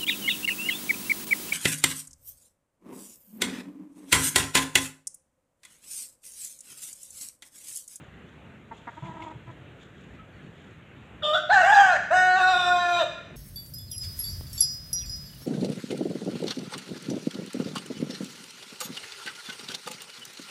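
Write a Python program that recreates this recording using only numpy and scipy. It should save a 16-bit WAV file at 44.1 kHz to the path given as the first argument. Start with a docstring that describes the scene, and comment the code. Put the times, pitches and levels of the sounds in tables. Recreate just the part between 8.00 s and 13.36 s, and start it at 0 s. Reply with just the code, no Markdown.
"""In a walled yard that rings after him, a rooster crows three syllables: pulses excite resonances.
Before that a hen clucks and croons by slower pulses through a nearly closed throat; steps and pecks
are damped blows, scuffed dry leaves are resonated noise grains, and far birds whistle as narrow-band noise.
Distant traffic hums throughout as noise with a shaped, drifting spectrum."""
import sys
import numpy as np
from scipy import signal
from scipy.io import wavfile
from scipy.ndimage import uniform_filter1d

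SR = 44100
rng = np.random.default_rng(int(sys.argv[2]) if len(sys.argv) > 2 else 0)


def wav_record(signal):
    """Record a signal, one row per channel, as 16-bit PCM in the file named by sys.argv[1]."""
    frames = np.transpose(np.atleast_2d(signal))
    bounded = np.clip(frames, -1, 1)
    # unit amplitude maps onto the largest positive 16-bit level
    quanta = np.round(bounded * 32767).astype(np.int16)
    wavfile.write(sys.argv[1], SR, quanta)


N = 236362  # length [samples]

# Resonance tables hold nominal values: tract() shifts each centre by a factor and makes two passes,
# the second narrower than the listed width.

# Traffic hum spectrum before overall scaling: (frequency [Hz], relative level [dB])
HUM_SPECTRUM = [(15, -57), (25, -32), (35, -51), (52, 0.5), (173, 0), (266, -7), (339, -7.5), (992, -19.5),
                (1450, -16), (2750, -20), (3800, -29.5), (4980, -49.5), (7060, -39), (9740, -52),
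                (15400, -61)]
HUM_LEVEL_DB = -48.5
# Faint far whistles: (start [s], length [s], nominal frequency [Hz], level [dB])
FAR_BIRDS = [(2.16, 0.12, 1374, -57), (2.29, 0.12, 4720, -78), (2.4, .1, 4620, -78)]
# Decay of the yard's reverberation: (frequency [Hz], time to fall by 60 dB [s])
YARD_DECAY = [(400, 0.99), (800, 0.44), (2000, 1), (3800, 0.72), (6000, 0.85), (12000, 0.32)]
# Feet in dry leaves: (time of the loudest moment [s], level [dB])
SCUFFS = [(.02, -67), (.29, -67), (.55, -82), (.77, -60.5), (.93, -62.5), (1.07, -59.5), (1.24, -58),
          (1.5, -66), (1.821, -62), (2.0, -62.5), (2.16, -71), (2.35, -75), (2.45, -69), (2.59, -65.5),
          (2.69, -78), (2.88, -85), (3.06, -74)]
SCUFF_RISE_DB_PER_S, SCUFF_FALL_DB_PER_S = 244, 131
# Steps on soil: (time [s], level [dB], ring frequency [Hz])
THUDS = [(1.022, -27, 143), (1.084, -31.5, 138), (1.348, -31.5, 130), (1.47, -35.5, 117)]
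# Pecks: (time [s], level [dB], ring frequency [Hz])
PECKS = [(1.053, -37.5, 2110), (1.2187, -33, 2140), (2.1477, -45, 2040), (2.577, -47, 2190)]

# Low clucks, then crooned notes: (start [s], length [s], level [dB], pitch [Hz],
# closing glide [share of pitch], beak opening [dB])
HEN_NOTES = [(0.707, .036, -37.5, 227.5, -0.036, -4.5), (.867, 0.037, -36.5, 235, -0.031, -1.5),
             (0.963, 0.042, -45.5, 316, 0.066, -7), (1.02, 0.119, -43.5, 328.4, 0.041, -10.5),
             (1.136, 0.059, -42.5, 322.4, 0.028, -7), (1.189, 0.079, -42, 324.5, 0.00061, -9),
             (1.258, 0.039, -39, 321.5, -0.024, -10), (1.29, 0.044, -41.5, 319, -.12, -6),
             (1.463, 0.058, -49, 334.6, -0.04, -4)]
# Hen's throat resonances: (centre [Hz], width [Hz], level [dB])
HEN_THROAT = [(318, 180, 1.5), (650, 700, -14), (937, 230, 11.5)]
# Hen's beak resonances: (centre [Hz], width [Hz], level [dB])
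HEN_BEAK = [(1275, 300, 4), (1660, 1300, -3)]
NOTE_OPENS_DB = 5  # the beak parts as a note ends
NOTE_RISE_S, NOTE_FALL_S, NOTE_GLIDE_S = 0.013, 0.018, 0.017

# Crow pitch, one table a syllable: (time [s], pulse rate [Hz])
PITCH = [
    [(3.22, 613), (3.236, 596), (3.325, 614), (3.338, 623.5), (3.35, 689), (3.38, 719.5), (3.4, 677)],
    [(3.49, 616.4), (3.526, 848.7), (3.55, 799.4), (3.575, 745), (3.605, 731), (3.63, 657.5), (3.67, 753),
     (3.728, 847.7), (3.8, 812.7), (3.82, 774), (3.915, 726.5), (3.94, 628.6), (3.96, 603)],
    [(4.1, 555), (4.136, 731.6), (4.174, 740.6), (4.346, 733.5), (4.38, 772.6), (4.432, 739.3),
     (4.518, 744.6), (4.535, 722.5), (4.75, 711), (4.986, 693.5), (5.006, 670), (5.025, 615), (5.05, 480)],
]
# Crow gestures, one table a syllable: (time [s], effort [dB], every-second-pulse stress [dB], rasp [dB],
# neck tuning [factor], windpipe [dB], beak opening [dB], gape [dB], gape tuning [factor])
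CROW = [
    [(3.22, -30, -38, -9, 0.9, 25.5, -2, 8, 1), (3.24, -24, -39, -4, 0.85, -7, -0.5, 17, 0.89),
     (3.325, -23, -42, -17.5, 0.84, -4, 1, 7, 0.89), (3.345, -18, -20.5, -2.5, 0.89, 4, 1, 11, .96),
     (3.375, -24.5, 0, -1, 0.89, 15.5, 15, 13, 0.93), (3.42, -39.5, -21, -7, 0.97, 8, 18, 16, 0.87)],
    [(3.49, -18, -21, -2.5, 0.98, 1.5, -19.5, -15, 1.16), (3.54, -15, -14.5, -6.5, 1.07, 1.5, 1, -1, 1.026),
     (3.58, -15, -4, -8, 1.025, 1.5, -1.5, -18, 1.12), (3.63, -19, -19, -3, 1.01, 5.5, 0.5, -14, 1.04),
     (3.69, -16.5, -5, -3, 1.1, 1.5, -3.3, -14.5, 0.77), (3.75, -14, -32, -6, 1, -3, 2.8, -2.5, 1.01),
     (3.8, -13, -14, -4.5, 1.01, 3, -1.5, -7.5, 0.88), (3.87, -17.5, -7, -5.5, 1.05, 3, -1, -16.5, 0.77),
     (3.93, -20, -3.5, -2, 0.94, 1.5, -1.5, -11, 1.13), (3.98, -25, 3, 2.5, 1.13, 16.5, 8, -11, 0.92)],
    [(4.1, -30.5, -11.5, -9.5, 0.87, 10, -1, -24, .9), (4.12, -18, -8, -17, 1.03, -2, -14, -25, 1.05),
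     (4.17, -18.5, -9, -13.5, 1.01, 4, 2.5, -8.5, 1.014),
     (4.35, -19, -8, -37, 1.02, 3.7, -8.5, -8.5, 1.105),
     (4.39, -22.5, 2.5, -1.5, 1.03, -7.5, -3.5, -6.5, 0.97),
     (4.44, -18.5, -3, -16.5, 0.88, 5, 0, -3.5, 1.03), (4.62, -23, -0.5, -8.5, 0.86, -5.5, 1, 3, 0.97),
     (4.68, -20.5, 1, -16, 0.83, 1, -1, -1, 0.98), (4.8, -25, 2.5, -22, 0.97, -6, -1, -0.5, 1.033),
     (4.97, -22, -2, -11.5, 0.93, -9.5, -1, 0, 1.01), (5.022, -21, -7, -11, 1.04, -6.5, -6, 3, 0.992),
     (5.05, -34.5, -22, 5, 0.906, -11, 7, -1, 1.03)],
]
# One row a syllable: (every-fourth-pulse stress [dB], mouth [dB], beak [dB], beak tuning [factor])
POSTURE = [(-33, -17, -7.5, 0.92), (-28, 1.5, -6.5, 0.981), (-38, 2, -4.5, 0.981)]
# Rooster's throat resonances, following the pitch: (centre [Hz], width [Hz], level [dB])
THROAT = [(727, 240, -2), (1194, 670, -12.5)]
# Windpipe resonances, tuned by the neck: (centre [Hz], width [Hz], level [dB])
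WINDPIPE = [(1498.6, 89, 0), (1653.6, 66, 3), (1830, 28, -1), (2066, 220, -20.5)]
# Gape resonances: (centre [Hz], width [Hz], level [dB])
GAPE = [(3037, 184, -20.5), (3679, 256, -10), (4020, 140, -17)]
# Mouth resonances: (centre [Hz], width [Hz], level [dB])
MOUTH = [(2619, 170, -14.5), (2849, 144, -20.5)]
# Beak resonances: (centre [Hz], width [Hz], level [dB])
BEAK = [(5060, 530, -25), (5925, 410, -26.5), (6900, 360, -35), (7690, 374, -25), (8630, 680, -35.5),
        (10240, 1500, -49), (12760, 1000, -53), (14530, 1200, -48.5)]
# Windpipe overtone heard through the beak, tuned by the neck: (centre [Hz], width [Hz], level [dB])
PIPE_OVERTONE = [(6370, 500, -25)]
MOUTH_FOLLOWS = 0.78  # the mouth resonances follow the beak opening [dB per dB]
BEAK_WANDER = 0.01  # rms drift of the beak tuning factor
STRESS_RISE_DB, STRESS_TOP_DB = 0.48, 0.5  # half-pitch lines gain per line number, up to a ceiling
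RISE_S, FALL_S = 0.013, 0.017

EDGE_HZ = 15530  # upper band limit


def gain_of(db):
    """Level law: 20 dB is a tenfold amplitude."""
    return 10 ** (np.asarray(db) / 20)


def evened(x):
    """Normalization to unit rms."""
    return x / np.sqrt(np.mean(x ** 2) + 1e-20)


def read(points, hz):
    """Interpolation of a curve along a logarithmic frequency axis."""
    f, value = np.transpose(points)
    return np.interp(np.log(hz + 1), np.log(f + 1), value)


def add(mix, s, sound):
    """Superposition: a sound starting at s seconds adds to the mix in place."""
    part = mix[round(s * SR):][:len(sound)]
    part += sound[:len(part)]


def curves(rows):
    """Linear interpolation of a table's columns, sample by sample, with their start time."""
    s, *columns = np.transpose(rows)
    t = np.arange(s[0], s[-1], 1 / SR)
    return s[0], [np.interp(t, s, c) for c in columns]


def wobble(length, span):
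    """Low-passed chance: noise averaged twice over span samples, at unit rms."""
    x = rng.standard_normal(length)
    return evened(uniform_filter1d(uniform_filter1d(x, int(span)), int(span)))


def resonate(x, hz, width):
    """Heterodyne resonance of unit gain: shift the curve hz to zero, smooth, and shift back."""
    turn = np.exp(2j * np.pi * np.cumsum(hz * np.ones(len(x))) / SR)
    r = np.exp(-np.pi * width / SR)
    return 2 * (turn * signal.lfilter([1 - r], [1, -r], x / turn + 1e-18)).real


def tract(x, modes, factor):
    """Parallel resonances, each steepened by two passes; opposite signs keep the valleys deep."""
    total = 0
    for k, (hz, width, db) in enumerate(modes):
        centre = hz * factor
        steep = resonate(resonate(x, centre, width), centre, width * 0.83)
        total = total + (-1) ** k * gain_of(db) * steep
    return total


def hum():
    """Spectral synthesis: random short-time spectra with drifting patches and a slow swell."""
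    frames, hz = N // 256 + 5, np.fft.rfftfreq(1024, 1 / SR)
    a, b, patches = rng.standard_normal((frames, 513, 3)).T
    patches = uniform_filter1d(patches, size=10, axis=0)  # across frequency
    patches = evened(uniform_filter1d(patches, size=14, axis=1))  # across time
    level_db = read(HUM_SPECTRUM, hz)[:, None] + 1.5 * patches + 0.8 * wobble(frames, 25)
    noise = signal.istft((a + 1j * b) * gain_of(level_db), nperseg=1024, noverlap=768)[1]
    return gain_of(HUM_LEVEL_DB) * evened(noise[:N])


def far_birds():
    """Narrow-band noise: a sharp resonance turns noise into fuzzy whistles from beyond the wall."""
    out = np.zeros(N)
    for s, length, hz, db in FAR_BIRDS:
        whistle = evened(tract(rng.standard_normal(SR // 4), [(hz, 30, 0)], 0.94))
        whistle = whistle[:round(length * SR)]
        add(out, s, gain_of(db) * whistle * signal.windows.tukey(len(whistle), 0.6))
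    return out


def yard(x):
    """Reverberation by convolution: sparse taps of random sign, each band dying at its own speed."""
    taps = np.zeros(SR)
    at = np.arange(500, SR - 20, 20)
    taps[at + rng.integers(0, 20, at.shape)] = rng.choice([-1., 1.], at.shape)
    hz, t, z = signal.stft(taps, SR, nperseg=256)
    decay = gain_of(-60 * t / read(YARD_DECAY, hz)[:, None])
    tail = signal.istft(z * decay, SR, nperseg=256)[1]
    return signal.fftconvolve(x, tail / np.linalg.norm(tail))[:N]


def leaves():
    """Resonated grain noise: dry leaves crackle densely; each scuff swells fast and dies slower."""
    t = np.arange(0, N + 64, 64) / SR
    scuffing = np.zeros(len(t))
    for s, db in SCUFFS:
        drop_db = np.maximum(SCUFF_RISE_DB_PER_S * (s - t), SCUFF_FALL_DB_PER_S * (t - s))
        scuffing += gain_of(db - drop_db)
    grains = rng.standard_normal(N) * gain_of(2.7 * wobble(N, 300))
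    crackle = evened(tract(grains, [(3500, 760, 9.5), (7270, 1700, -3)], 0.96))
    return np.interp(np.arange(N) / SR, t, scuffing) * crackle


def knocks(table, t60, noisy):
    """Damped free vibration: short blows give a dull ring with some scatter just above it."""
    out, t = np.zeros(N), np.arange(4000) / SR
    for s, db, hz in table:
        fade = gain_of(db - 60 * t / t60) * (1 - np.exp(-(t / 0.004) ** 2))  # soft contact
        burst = fade * rng.standard_normal(len(t))
        scatter = tract(burst, [(1.15, hz * 0.57, 0)], hz) * np.sqrt(SR / hz)  # centred at 1.15 hz
        add(out, s, fade * np.sin(2 * np.pi * hz * t) + noisy * scatter)
    return out


def cluck(s, length, db, pitch_hz, glide, beak_db):
    """Source and filter: slower, throbbing pulses pass a nearly closed throat."""
    t = np.arange(0, length, 1 / SR)
    left = length - t
    fall = np.clip(left / NOTE_FALL_S, 0, 1)
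    hz = pitch_hz * (1 + glide * np.clip(1 - left / NOTE_GLIDE_S, 0, 1))
    turns = np.cumsum(hz * (1 + 0.029 * wobble(len(t), 146))) / SR
    pulses = evened(sum(np.cos(2 * np.pi * k * turns) for k in range(1, 10)))
    drive = pulses + 0.55 * rng.standard_normal(len(t))
    opening = gain_of(beak_db + NOTE_OPENS_DB * (1 - fall))
    voice = evened(tract(drive, HEN_THROAT, 0.93) - opening * tract(drive, HEN_BEAK, 0.98))
    rise = np.sin(np.pi / 2 * np.clip(t / NOTE_RISE_S, 0, 1))
    return s, gain_of(db + 2.5 * wobble(len(t), 160)) * voice * rise * fall


def membrane_pulses(hz, half_db, fourth_db, rasp):
    """Subharmonic series: uneven pulses add lines at half the pitch and sidebands at a quarter of it."""
    length = len(hz)
    jitter = 0.023 * rasp * wobble(length, 150) + 0.0235 * rasp * wobble(length, 585)
    turns = np.cumsum(hz * (1 + jitter)) / SR
    pulses = np.zeros(length)
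    for k in range(1, 52):  # odd k: lines between the harmonics
        stress_db = np.minimum(half_db + STRESS_RISE_DB * k, np.maximum(half_db, STRESS_TOP_DB)) * (k % 2)
        flutter_db = min(0.14 * k, 5.0) * wobble(length, 1500)  # high lines fade in and out
        level = gain_of(stress_db + flutter_db) * np.clip(31 - k * hz / 1000, 0, 1)
        smear = 0.15 * k * (rasp + 0.048) * wobble(length, 150)
        pulses += level * np.cos(np.pi * k * turns + 2 * np.pi * rng.random() + smear)
    return pulses * (1 + 2 * gain_of(fourth_db) * np.cos(np.pi / 2 * turns)) / 2.0


def syllable(pitch, rows, posture):
    """Source and filter: uneven, raspy membrane pulses pass throat, windpipe and the open beak."""
    s, (effort_db, half_db, rasp_db, neck, pipe_db, open_db, gape_db, gape) = curves(rows)
    fourth_db, mouth_db, beak_db, beak = posture
    rasp, length = gain_of(rasp_db), len(neck)
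    hz = np.interp(s + np.arange(length) / SR, *np.transpose(pitch))
    pulses = membrane_pulses(hz, half_db, fourth_db, rasp)
    drive = pulses * (1 + 0.24 * rasp * wobble(length, 170)) + rasp * rng.standard_normal(length)

    voice = tract(drive, THROAT, hz / 740)
    voice += gain_of(pipe_db) * tract(drive, WINDPIPE, neck)
    voice += gain_of(gape_db) * tract(drive, GAPE, gape)
    mouth_gain = gain_of(mouth_db + MOUTH_FOLLOWS * open_db)
    voice -= mouth_gain * tract(drive, MOUTH, np.maximum(neck, 0.93))
    rush = drive + 0.14 * rng.standard_normal(length)  # air rushes through the shifting beak
    through_beak = tract(rush, BEAK, beak + BEAK_WANDER * wobble(length, 3700))
    through_beak += tract(rush, PIPE_OVERTONE, neck)
    voice += gain_of(beak_db + open_db) * through_beak
    # the throat wall leaks the lowest line, near half the pitch, less so with rasp
    leak = tract(pulses, [(0.98, 39.2, 0)], hz / 2)
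    voice += gain_of(-16.0) * np.clip(1 - rasp, 0, 1) * leak

    # level out the running rms so that effort sets the loudness
    steady = voice / np.sqrt(uniform_filter1d(voice ** 2, size=1500) + 1e-9)
    edge = np.minimum(np.arange(length) / RISE_S, np.arange(length)[::-1] / FALL_S) / SR
    return s, gain_of(effort_db) * steady * np.sin(np.pi / 2 * np.clip(edge, 0, 1)) ** 2


def scene():
    """Superposition of background, hen and rooster, direct and reverberated by the yard."""
    hen = knocks(THUDS, t60=0.09, noisy=0.56) + knocks(PECKS, t60=0.038, noisy=0.67)
    for row in HEN_NOTES:
        add(hen, *cluck(*row))
    rooster = np.zeros(N)
    for pitch, rows, posture in zip(PITCH, CROW, POSTURE):
        add(rooster, *syllable(pitch, rows, posture))
    ringing = yard(gain_of(-7.5) * rooster + gain_of(-16) * hen)
    return (hum() + far_birds() + leaves() + hen + rooster + ringing)[None]


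def record(dry):
    """Band limitation: the microphone hisses faintly and drops the deepest bass; then the treble ends."""
    hissing = dry + gain_of(-85.0) * rng.standard_normal(dry.shape)
    thin = signal.sosfilt(signal.butter(6, 48, "high", fs=SR, output="sos"), hissing)
    low_pass = signal.firwin(1023, EDGE_HZ, window=("kaiser", 9), fs=SR)
    return signal.oaconvolve(thin, low_pass[None], "same")


dry = scene()
out = record(dry)
wav_record(out)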